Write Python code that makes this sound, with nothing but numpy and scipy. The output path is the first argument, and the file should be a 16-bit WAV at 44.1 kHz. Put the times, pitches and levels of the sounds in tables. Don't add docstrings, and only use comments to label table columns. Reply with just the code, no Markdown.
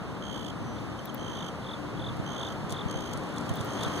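import sys
import numpy as np
from scipy import signal
from scipy.fft import rfft, irfft
from scipy.io import wavfile
from scipy.ndimage import uniform_filter1d

SR = 44100
rng = np.random.default_rng(int(sys.argv[2]) if len(sys.argv) > 2 else 0)


def master(y):
    cut = np.clip(np.atleast_2d(y).T, -1, 1)
    pcm = np.round(cut * 32767)
    wavfile.write(sys.argv[1], SR, pcm.astype(np.int16))


N = 176400


def undb(db):
    return 10 ** (np.asarray(db) / 20)


def unit(x):
    return x / np.sqrt(np.mean(x ** 2) + 1e-20)


def noise():
    return rng.standard_normal((2, N))


def curve(rows):
    return undb(np.interp(np.arange(N) / SR, *np.array(rows).T))


def pan(db):
    return unit(undb(np.array([[db], [-db]]) / 2))


def colour(x, points):
    hz, db = np.array(points).T
    f = np.arange(N // 2 + 1) * SR / N
    gain = unit(undb(np.interp(np.log(f + 1), np.log(hz), db)))
    return irfft(rfft(x) * gain, N)


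def walk(rate_hz):
    hold = max(int(SR / rate_hz), 1)
    steps = np.repeat(rng.standard_normal(N // hold + 1), hold)
    return unit(uniform_filter1d(steps, hold)[:N])


def add(out, x, start_s):
    i = max(int(start_s * SR), 0)
    n = max(min(x.shape[-1], N - i), 0)
    out[..., i:i + n] += x[..., :n]


def ring(hz, width_hz, t):
    k = max(int(SR / width_hz), 2)
    scatter = uniform_filter1d(rng.standard_normal((2, len(t))), k) * np.sqrt(k)
    return scatter[0] * np.cos(2 * np.pi * hz * t) + scatter[1] * np.sin(2 * np.pi * hz * t)


def ports(pair):
    corner_hz, lag_s = 1280, 0.0003875
    f = np.arange(N // 2 + 1) * SR / N
    likeness = np.where(f < corner_hz, 1 - 0.16 * (1 - f / corner_hz), -np.cos(2 * np.pi * f * lag_s))
    likeness *= np.interp(f, [1500, 2500], [.99, .92])
    mid, side = irfft(rfft(pair) * np.sqrt([(1 + likeness) / 2, (1 - likeness) / 2]), N)
    return np.array([mid + side, mid - side])


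def garden_echo(x):
    wet_db, t60_s = -14, 0.2
    t = np.arange(SR // 2) / SR
    tails = rng.standard_normal((2, len(t))) * np.exp(-np.log(1000) * t / t60_s)
    wet = signal.fftconvolve(x.mean(0)[None], tails / np.linalg.norm(tails[0]))[:, :N]
    return x + undb(wet_db) * ports(wet)


def road():
    # frequency in Hz, relative level in dB.
    spectrum = [(30, -37), (80, -1.5), (150, 3), (280, -2), (400, -2.5), (700, -2.5), (1200, -2.5),
                (1600, -9), (2200, -14.5), (3200, -16), (5000, -29), (8000, -34), (15000, -54)]
    # time in seconds, level in dB.
    fader = [(0, -41), (.8, -40.5), (1.35, -39.5), (1.8, -39.5), (2.4, -38), (3.3, -37.5), (3.65, -36.5),
             (3.85, -33), (4, -35)]
    return ports(colour(noise(), spectrum)) * curve(fader) * undb(0.5 * walk(7.08)) * pan(-0.67)


def air_rumble():
    # frequency in Hz, relative level in dB.
    spectrum = [(20, -43), (35, -19), (55, -7), (85, -5.5), (125, -2), (180, 0.5), (250, -4), (400, -11.5),
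                (700, -21), (1300, -36), (3000, -62), (15000, -79)]
    # time in seconds, level in dB.
    fader = [(0, -40), (.8, -41), (1.12, -42), (1.27, -38), (1.45, -44), (1.75, -43), (2.1, -41),
             (2.4, -42), (3.3, -41.5), (3.55, -43), (4, -42.5)]
    return colour(noise(), spectrum) * curve(fader) * pan(4.5)


def foliage_hiss():
    # frequency in Hz, relative level in dB.
    spectrum = [(1500, -14.5), (3500, 2.5), (5000, 1), (7000, -4), (10000, -7), (12500, -12.5),
                (15000, -18)]
    # time in seconds, level in dB.
    fader = [(0, -59), (2.5, -57), (3.3, -56.5), (4, -48.5)]
    return ports(colour(noise(), spectrum)) * curve(fader) * undb(.5 * walk(12)) * pan(0.34)


def motor():
    # multiple of the turning rate, level in dB before the fader.
    harmonics = [(3, -56.5), (4, -55.5), (5, -51), (9, -59)]
    # time in seconds, gain on the hum in dB.
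    hum_fader = [(0, -0.5), (1.6, 1), (2, 5.5), (2.45, -4), (3, 2.5), (3.5, 6), (4, 5)]
    # time in seconds, gain on the whirr in dB.
    whirr_fader = [(0, -5), (.4, 2), (1.05, 1.5), (1.25, 5), (1.5, -6), (1.8, 2), (2.8, 3), (4, 6)]
    # frequency in Hz, relative level in dB.
    whirr_eq = [(60, -30), (160, -1.5), (300, -2), (420, -6), (700, -13.5), (2000, -39), (8000, -73)]
    turn_hz, drift, flutter_hz = 59.2, .006, 18
    turn = 2 * np.pi * np.cumsum(turn_hz * (1 + drift * walk(4))) / SR
    hum = np.zeros(N)
    for multiple, db in harmonics:
        flutter = 1 + 0.5 * (walk(flutter_hz) + 1j * walk(flutter_hz))
        hum += undb(db) * unit(np.real(flutter * np.exp(1j * multiple * turn)))
    whirr = undb(-46.5) * colour(noise(), whirr_eq)
    return (hum * curve(hum_fader) + whirr * curve(whirr_fader)) * pan(12)


def air_puffs():
    # peak time in seconds, half-width in seconds, level in dB.
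    puffs = [(.8, 0.18, -43), (2.064, 0.11, -38), (3.584, 0.13, -43)]
    # frequency in Hz, relative level in dB.
    spectrum = [(30, -34), (70, -4), (125, 16), (200, -16), (600, -22), (3000, -70)]
    t = np.arange(N) / SR
    swells = sum(undb(db) * np.exp(-((t - s) / width) ** 2) for s, width, db in puffs)
    return colour(noise(), spectrum) * swells


def finger_knocks():
    # time in seconds, level in dB, left minus right in dB.
    knocks = [(0.617, -29.5, -30), (2.2, -22, -6), (2.646, -28, -7), (2.73, -26, -9), (2.863, -20, 6.5),
              (2.963, -22, 2), (3.162, -28, 0), (3.514, -19, -1), (3.607, -25, -13), (3.871, -22, 3.5)]
    thud_hz, half_width_s = 130, 0.0052
    out, t = np.zeros((2, N)), np.arange(-SR // 50, SR // 50) / SR
    thud = np.cos(2 * np.pi * thud_hz * t) * np.exp(-(t / half_width_s) ** 2)
    for s, db, side_db in knocks:
        add(out, undb(db) * thud * pan(side_db) * np.array([[-1], [1]]), s + t[0])
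    return out


def insect_whine():
    # time in seconds, pitch in Hz, level in dB.
    flight = [(.5, 6070, -82), (.66, 6060, -63), (.78, 6020, -66), (.89, 5950, -75), (1.08, 5860, -72),
              (1.17, 5950, -71), (1.23, 5980, -62), (1.28, 6030, -66), (1.48, 6030, -63), (1.56, 6000, -84)]
    times, pitch, level_db = np.array(flight).T
    hz = np.interp(np.arange(N) / SR, times, pitch) * (1 + .002 * walk(300))
    tone = unit(np.sin(2 * np.pi * np.cumsum(hz) / SR))
    return tone * curve(np.c_[times, level_db]) * undb(2 * walk(22))


def insect_ticks():
    # time in seconds, level in dB, pitch of the lower scrape in Hz.
    ticks = [(1.057, -39, 11900), (1.147, -39, 11600), (3.5575, -43, 13600), (3.6492, -43, 13400)]
    # frequency in Hz, relative level in dB.
    rasp_eq = [(4000, -3), (10000, -15), (11500, -3), (14500, -3), (16000, -1)]
    lead_hz, lead_s, width_hz, decay_s = 14700, 0.0016, 820, 0.001
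    scrapes, rasp_env = np.zeros(N), np.zeros(N)
    t = np.arange(-SR // 50, SR // 50) / SR
    env = np.exp(-np.abs(t) / decay_s)
    for s, db, hz in ticks:
        add(scrapes, undb(db) * env * ring(lead_hz, width_hz, t), s + t[0] - lead_s)
        add(scrapes, undb(db) * env * ring(hz, width_hz, t), s + t[0])
        add(rasp_env, undb(db - 2) * env ** .5, s + t[0])
    rasp = colour(rasp_env * rng.standard_normal(N), rasp_eq)
    return (scrapes + rasp) * pan(7.9)


def dry_leaves():
    # start in seconds, relative level in dB, pitch of the stalk in Hz.
    snaps = [(2.168, -47, 11000), (2.414, -52, 9000), (2.696, -37, 6940), (2.705, -34, 7100),
             (2.71, -39, 10500), (2.719, -38.5, 6840), (2.724, -29, 8800), (2.911, -35, 9000),
             (2.973, -47, 10900), (3.008, -40, 8400), (3.062, -43, 9100), (3.132, -40, 9400),
             (3.1352, -35, 8500), (3.174, -38, 9500), (3.184, -59, 9500), (3.292, -53, 8900),
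             (3.363, -40, 9150), (3.383, -36, 7000), (3.407, -47, 9000), (3.493, -33.5, 8840),
             (3.539, -44, 8950), (3.611, -33.5, 8650), (3.659, -44, 9000), (3.734, -45, 9000),
             (3.810, -34.5, 8500), (3.832, -33, 9200), (3.835, -31.5, 6800), (3.881, -46, 9500),
             (3.912, -49, 9000), (3.964, -38, 8700)]
    # frequency in Hz, relative level in dB.
    leaf_eq = [(1500, -18), (3500, 0), (5000, -2.5), (7000, -0.5), (9200, -3.5), (11000, -9.5),
               (15000, -19)]
    snap_s, rustle_s, splinter_s, grain_s = 0.0016, 0.019, 0.0052, 0.00057
    rustle_db, splinter_db, stalk_db = -25, -8.5, -8.5
    splinters_per_s, crackles_per_s = 700, 280
    t = np.arange(SR // 10) / SR
    burst = np.exp(-t / snap_s) + undb(rustle_db) * np.exp(-t / rustle_s)
    grain = np.exp(-t / grain_s)
    snap_env, stalks = np.zeros(N), np.zeros((2, N))
    for s, db, hz in snaps:
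        cracks = (rng.random(len(t)) < splinters_per_s / SR) * np.exp(-t / splinter_s)
        splinters = signal.fftconvolve(cracks, grain)[:len(t)]
        env = np.hypot(burst, undb(splinter_db) * splinters) * undb(db - 2)
        ringing = np.array([ring(hz, width_hz=900, t=t) for _ in range(2)])
        add(snap_env, env, s)
        add(stalks, undb(stalk_db) * env * ringing, s)
    crackles = (rng.random(N) < crackles_per_s / SR) * undb(3.2 * np.minimum(rng.exponential(size=N), 3))
    stir = np.interp(np.arange(N) / SR, [2.6, 4.4], [.12, 1])
    crackle_env = undb(-54.5) * stir * unit(signal.fftconvolve(crackles, grain)[:N])
    crunch = colour((snap_env + crackle_env) * noise(), leaf_eq)
    return ports(crunch + stalks) * pan(0.49)


def bird_note(hz, length_s, fall, wobble, scoop=0):
    u = np.linspace(0, 1, max(int(length_s * SR), 64))
    shake = unit(uniform_filter1d(rng.standard_normal(2048), size=30))[:len(u)]
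    pitch = hz * (1 + fall * (.5 - u) + scoop * np.exp(-u / 0.157) + wobble * shake)
    return 2 * np.pi * np.cumsum(pitch) / SR, np.abs(np.sin(np.pi * u)) ** 0.91


def trilling_bird():
    # first and last note in seconds, note count, final level in dB,
    # shape of the swell (under 1 it comes late, over 1 early).
    trills = [(0.746, 0.788, 3, -52.5, 2.2), (1.035, 1.08, 3, -50, .8), (1.315, 1.427, 6, -45.5, 2),
              (1.625, 1.739, 6, -40.5, 1.8), (1.978, 2.092, 6, -40, 2.7), (2.344, 2.478, 7, -40, 3.8),
              (2.701, 2.815, 6, -39.5, 2), (3.308, 3.374, 4, -45.5, 0.35), (3.530, 3.609, 5, -45, 2.3),
              (3.774, 3.852, 5, -38, 2)]
    pitch_hz, note_s, swell_db = 3522, .017, 11.5
    out = np.zeros(N)
    for first, last, count, final_db, early in trills:
        for u in np.linspace(0, 1, count):
            hz = pitch_hz * (1 - 0.051 * (1 - u) ** 2)
            phase, env = bird_note(hz, note_s, fall=0.22, wobble=0.018)
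            db = final_db - swell_db * (1 - u) ** early + 0.67 * rng.standard_normal()
            start_s = first + (last - first) * u - note_s / 2
            add(out, np.sqrt(2) * undb(db) * env * np.sin(phase), start_s)
    return out * pan(-.3)


def rattle_notes():
    # time in seconds, relative level in dB.
    chips = [(.993, -44.5), (1.098, -43.5), (3.494, -43)]
    # first and last note in seconds, note count, slowing from 0 to 1, first and last
    # relative level in dB, mid-rattle swell in dB, brightness in dB, hoarseness from 0 to 1.
    rattles = [(0.226, .503, 18, .15, -40.5, -45, .5, -0.5, 0.93),
               (1.180, 1.486, 18, 0.08, -43, -41, 0, 1, 0.62),
               (2.265, 2.526, 17, 0.21, -40, -43.5, 1, 3.5, 0.77),
               (2.886, 3.134, 16, .19, -40, -44, 0, 5, 0.81), (3.674, 3.997, 19, .1, -44, -41, 0, 7, 0.47)]
    first_note_s, full_note_s, growth_s = 0.0062, .0135, .05
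    notes = [(s, db, full_note_s, 0, .4) for s, db in chips]
    for first, last, count, slowing, first_db, last_db, swell_db, bright_db, hoarse in rattles:
        for u in np.linspace(0, 1, count):
            age = (last - first) * (u - slowing * u * (1 - u))
            length = full_note_s + (first_note_s - full_note_s) * np.exp(-age / growth_s)
            db = first_db + (last_db - first_db) * u + swell_db * np.sin(np.pi * u)
            notes.append((first + age, db, length, bright_db, hoarse * (0.34 + 0.89 * u)))
    return notes


def rattling_bird():
    # multiple of the pitch, relative level in dB, left minus right in dB,
    # exponent on the note's envelope.
    partials = [(1, -1.6, -23.5, .9), (2, -7, 4, 2), (3, -33, 12, 2)]
    # frequency in Hz, relative gain in dB.
    throat_eq = [(2500, -11), (3130, 0), (3600, 0), (4700, -9), (5500, -12), (6000, -6), (6350, -1),
                 (6750, -10), (7300, -14), (9500, -1), (15000, -8)]
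    # frequency in Hz, relative level in dB.
    rasp_eq = [(2000, -26), (3200, 17), (4700, -11), (6400, 4), (8000, -1), (10000, -7), (12000, -4),
               (15000, -11)]
    pitch_hz, rasp_blur_s = 3147, 0.01
    voice, rasp_env = np.zeros((2, N)), np.zeros(N)
    for s, db, length, bright_db, hoarse in rattle_notes():
        hz = pitch_hz * (1 + 0.0076 * rng.standard_normal())
        phase, env = bird_note(hz, length, fall=0.068, wobble=0.053 * hoarse, scoop=0.176 * hoarse)
        gain = np.sqrt(2) * undb(db + 0.96 * rng.standard_normal())
        tone = 0
        for multiple, partial_db, side_db, power in partials:
            tilt_db = bright_db * (.5 if multiple > 1 else -.5)
            tone += pan(side_db) * undb(partial_db + tilt_db) * env ** power * np.sin(multiple * phase)
        growl = (np.sin(1.5 * phase) + .4 * np.sin(2.5 * phase)) * np.array([[1], [-1]])
        add(voice, gain * (tone + undb(-3) * hoarse * env * growl), s - length / 2)
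        add(rasp_env, gain * env ** 2 * hoarse, s - length / 2)
    rasp_env = uniform_filter1d(rasp_env, int(rasp_blur_s * SR))
    rasp = ports(undb(-7) * rasp_env * colour(noise(), rasp_eq))
    return undb(-5) * colour(voice, throat_eq) + rasp


def scene():
    birds = garden_echo(rattling_bird() + trilling_bird())
    close = insect_ticks() + insect_whine() + dry_leaves() + finger_knocks() + air_puffs()
    background = motor() + road() + air_rumble() + foliage_hiss()
    return birds + close + background


def record(dry):
    cutoff_hz = 15400
    return signal.sosfilt(signal.ellip(8, .2, 80, cutoff_hz, fs=SR, output="sos"), dry)


dry = scene()
out = record(dry)
master(out)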